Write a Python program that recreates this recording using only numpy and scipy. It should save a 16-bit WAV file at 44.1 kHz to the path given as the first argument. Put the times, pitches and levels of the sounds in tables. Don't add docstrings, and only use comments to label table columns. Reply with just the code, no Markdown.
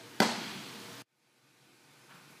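import sys
import numpy as np
from scipy import signal
from scipy.fft import rfft, irfft
from scipy.io import wavfile
from scipy.ndimage import uniform_filter1d

SR = 44100
rng = np.random.default_rng(int(sys.argv[2]) if len(sys.argv) > 2 else 0)


def master_out(mix):
    frames = np.transpose(np.atleast_2d(mix))
    ceiling = np.clip(frames, -1, 1)
    pcm = np.round(ceiling * 32767).astype(np.int16)
    wavfile.write(sys.argv[1], SR, pcm)


N = 105840
T = np.arange(N) / SR
HIT_S, EDGE_HZ = .2017, 15300
LN_1000 = np.log(1000)


def amp(db):
    return 10 ** (np.asarray(db) / 20)


def unit(x):
    return x / np.sqrt(np.mean(x ** 2) + 1e-20)


def read(points, hz):
    f, value = np.transpose(points)
    return np.interp(np.log(hz + 1), np.log(f + 1), value)


def noise(spectrum, field_db=lambda hz, t: 0):
    bins, knots_hz = np.fft.rfftfreq(N, 1 / SR), 34.95 * np.arange(2048)
    ripple_db = 2.11 * np.interp(bins, knots_hz, rng.standard_normal(len(knots_hz)))
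    colour = amp(read(spectrum, bins) + ripple_db)
    steady = unit(irfft(rfft(rng.standard_normal(N)) * colour, N))
    hz, t, frames = signal.stft(steady, SR, nperseg=512, noverlap=384)
    return signal.istft(frames * amp(field_db(hz, t)), SR, nperseg=512, noverlap=384)[1][:N]


def envelope(start, rise, t60, hold=0):
    released_s = np.maximum(T - start - rise - hold, 0)
    return np.clip((T - start) / rise, 0, 1) * np.exp(-LN_1000 * released_s / t60)


# f/Hz, level/dB, t60/s
MITT_MODES = [(198, -14.5, 0.043), (360, -15.5, 0.03), (607, -19.5, .028), (765, -18, .03),
              (926, -24, 0.035), (1356, -25.5, .032), (1470, -23, .032), (1644, -22.5, 0.041),
              (2022, -22.5, 0.052), (2426, -24, 0.027), (3270, -21.5, 0.014), (4180, -30, 0.012),
              (4710, -18.5, 0.028), (6090, -26, .02), (7840, -29.5, .014)]
# f/Hz, level/dB (per Hz)
SLAP_SPECTRUM = [(100, -30), (400, -5.5), (1200, -7), (2200, -1.5), (2900, -7.5), (3500, 0), (5000, -2),
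                 (7000, -9.5), (10000, -14.5), (15000, -16.5)]

def smack():
    squeeze_s, slap_peak_s = .0013, .00076
    t = np.maximum(T - HIT_S, 0)
    ring = sum((-1) ** k * amp(db) * np.exp(-LN_1000 * t / t60) * np.sin(2 * np.pi * hz * t)
               for k, (hz, db, t60) in enumerate(MITT_MODES))
    squeeze = 1 - np.exp(-(t / squeeze_s) ** 2)
    pulse = t / slap_peak_s * np.exp(1 - t / slap_peak_s)
    slap = amp(-19.5) * pulse * noise(SLAP_SPECTRUM)
    shudder = amp(-29) * envelope(HIT_S, slap_peak_s, t60=.06) * noise(SLAP_SPECTRUM)
    return ring * squeeze + slap + shudder


def mitt_colour(room, strength=.5):
    peaks = (signal.iirpeak(hz, Q=hz * t60 * np.pi / LN_1000, fs=SR) for hz, _, t60 in MITT_MODES)
    return room + strength * sum(signal.lfilter(b, a, room) for b, a in peaks)


# t/s after the catch, level/dB, treble edge f/Hz
NEAR_ECHOES = [(.0052, -10, 7000), (0.0154, -12.5, 4000), (.0205, -8.5, 7000), (.0272, -12.5, 3000)]
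# f/Hz, level/dB (per Hz)
SCATTER_SPECTRUM = [(80, -41), (150, -12), (230, 5), (350, -8.5), (500, -2.5), (700, -4.5), (950, -1.5),
                    (1400, -5), (2300, -14), (2850, -16.5), (3500, -16.5), (4600, -12), (8000, -25.5),
                    (15000, -36.5)]

def reflections(hit):
    burst = envelope(HIT_S + .012, rise=.003, t60=.056, hold=.013)
    out = amp(-27.5) * mitt_colour(noise(SCATTER_SPECTRUM)) * burst
    bass_hz = 228
    for delay, db, treble_hz in NEAR_ECHOES:
        dull = signal.lfilter(*signal.butter(1, [bass_hz, treble_hz], "band", fs=SR), hit)
        out += amp(db) * np.interp(T - delay, T, dull, left=0)
    return out


# f/Hz, level/dB (per Hz), t60/s
HALL_BANDS = [(70, -39, .8), (130, -9.5, 1.9), (176, 0, 1.0), (240, 7.5, 0.53), (330, -1.5, .55),
              (550, 4.5, 0.32), (730, -0.5, 0.8), (900, 2, .62), (1140, -5, 0.68), (1800, -6.5, 0.95),
              (2400, -11, 1.5), (2900, -10, .85), (3550, -10, .85), (4500, -9, 1), (7300, -15, .68),
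              (11000, -22.5, 0.59), (15000, -31, .33)]
# f/Hz, level/dB (per Hz)
ROOF_SPECTRUM = [(80, -24.5), (130, -2), (190, 1), (400, -10), (600, -20), (900, -7.5), (2000, -12.5),
                 (3300, -7), (6000, -18.5), (12000, -29)]

def hall():
    bands, start = np.array(HALL_BANDS), HIT_S + .011
    spectrum, decay_times, rise_s = bands[:, :2], bands[:, ::2], .017

    def fall_db(hz, t):
        return -60 * np.maximum(t - start, 0) / read(decay_times, hz)[:, None]

    tail = noise(spectrum, fall_db) * np.clip((T - start) / rise_s, 0, 1)
    roof = noise(ROOF_SPECTRUM) * envelope(start, rise=.25, t60=2.23)
    return amp(-27.5) * tail + amp(-44.5) * roof


# t/s, level/dB
FAR_ECHOES = [(.325, -37), (0.411, -37), (.465, -39.5), (0.551, -43)]
# f/Hz, level/dB (per Hz)
BOOM_SPECTRUM = [(90, -30), (160, -2), (200, -7), (260, -8), (400, -19), (1500, -48), (8000, -70)]

def far_walls():
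    returns = sum(amp(db) * envelope(start, rise=.0048, t60=.056) for start, db in FAR_ECHOES)
    return noise(BOOM_SPECTRUM) * returns


# t/s, scuff level/dB, thud level/dB, rise/s, t60/s
SHOE_CONTACTS = [(2.077, -55.5, -64, 0.035, 0.93), (2.14, -68, -56.5, .01, 0.17),
                 (2.29, -62, -58, 0.013, 0.46)]
# f/Hz, level/dB (per Hz)
SCUFF_SPECTRUM = [(100, -25), (600, -11), (1050, 1.5), (1250, -1), (1430, 4.5), (1900, -9), (2500, -5.5),
                  (3200, -10), (6000, -19), (14000, -35)]
# f/Hz, level/dB (per Hz)
THUD_SPECTRUM = [(50, -40), (120, -18), (175, -2), (350, -23), (600, -21), (3000, -35)]

def stride():
    out = np.zeros(N)
    for start, scuff_db, thud_db, rise, t60 in SHOE_CONTACTS:
        contact = amp(scuff_db) * noise(SCUFF_SPECTRUM) + amp(thud_db) * noise(THUD_SPECTRUM)
        out += contact * envelope(start, rise, t60)
    return out


# f/Hz, level/dB (per Hz)
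CATCH_AIR = [(18, -62), (30, -29.5), (75, -9), (113, 2.5), (180, -6), (228, -1.5), (404, -3.5), (437, -10),
             (472, 0), (511, -10), (716, -6.5), (774, -12), (1200, -8.5), (4200, -12), (15000, -27)]
# f/Hz, level/dB (per Hz)
STRIDE_AIR = [(30, -36), (85, -12), (107, -14.5), (140, 3.5), (180, -8), (230, -7), (364, -3.5),
              (437, -12.5), (500, -11.5), (600, -12.5), (900, -11), (1440, -12.5), (1870, -13),
              (2450, -10.5), (3000, -15), (4000, -15), (8000, -21.5), (11900, -23), (15000, -33)]
# f/Hz, level/dB relative to the air
FAN_TONES = [(122, -17), (360, -19), (479, -17), (900, -19.5),
             (1200, -26.5), (2347, -28.5), (2480, -28), (3095, -27.5)]

def ventilation(spectrum, brighten_db_per_s=0, patch_db=.87, waver_hz=1.4):
    def drift_db(hz, t):
        field = rng.standard_normal((len(t), len(hz))).T
        patches = uniform_filter1d(uniform_filter1d(field, size=6, axis=0), size=24, axis=1)
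        treble_swell_db = brighten_db_per_s * np.sqrt(hz / EDGE_HZ)[:, None] * t
        return patch_db * unit(patches) + treble_swell_db

    out = noise(spectrum, drift_db)
    for hz, db in FAN_TONES:
        waver = waver_hz * unit(uniform_filter1d(rng.standard_normal(N), size=3000))
        out += amp(db) * unit(np.sin(2 * np.pi * np.cumsum(hz + waver) / SR))
    return out


def scene():
    cut_s, cut_t60_s, gap_s, swell_db_per_s = 1.0205, .063, .013, 2
    hit = smack()
    catch = hit + reflections(hit) + mitt_colour(hall()) + far_walls()
    catch_air = amp(-51.5 + swell_db_per_s * T) * ventilation(CATCH_AIR, brighten_db_per_s=4)
    stride_air = amp(-57.5) * ventilation(STRIDE_AIR)
    dying = amp(-13.5) * np.exp(-LN_1000 * np.maximum(T - cut_s, 0) / cut_t60_s)
    cut = np.where(T < cut_s, 1, dying)
    fade_in = (np.maximum(T - cut_s - gap_s, 0) / (T[-1] - cut_s)) ** .89
    mono = (catch + catch_air) * cut + stride_air * fade_in + stride()
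    return np.array([mono, mono])


def record(dry):
    low_cut = signal.butter(N=4, Wn=112, btype="high", fs=SR, output="sos")
    rounded = np.tanh(signal.sosfilt(low_cut, dry))
    band_limit = signal.firwin(511, EDGE_HZ, window=("kaiser", 9), fs=SR)
    return signal.oaconvolve(rounded, band_limit[None], "same")


dry = scene()
out = record(dry)
master_out(out)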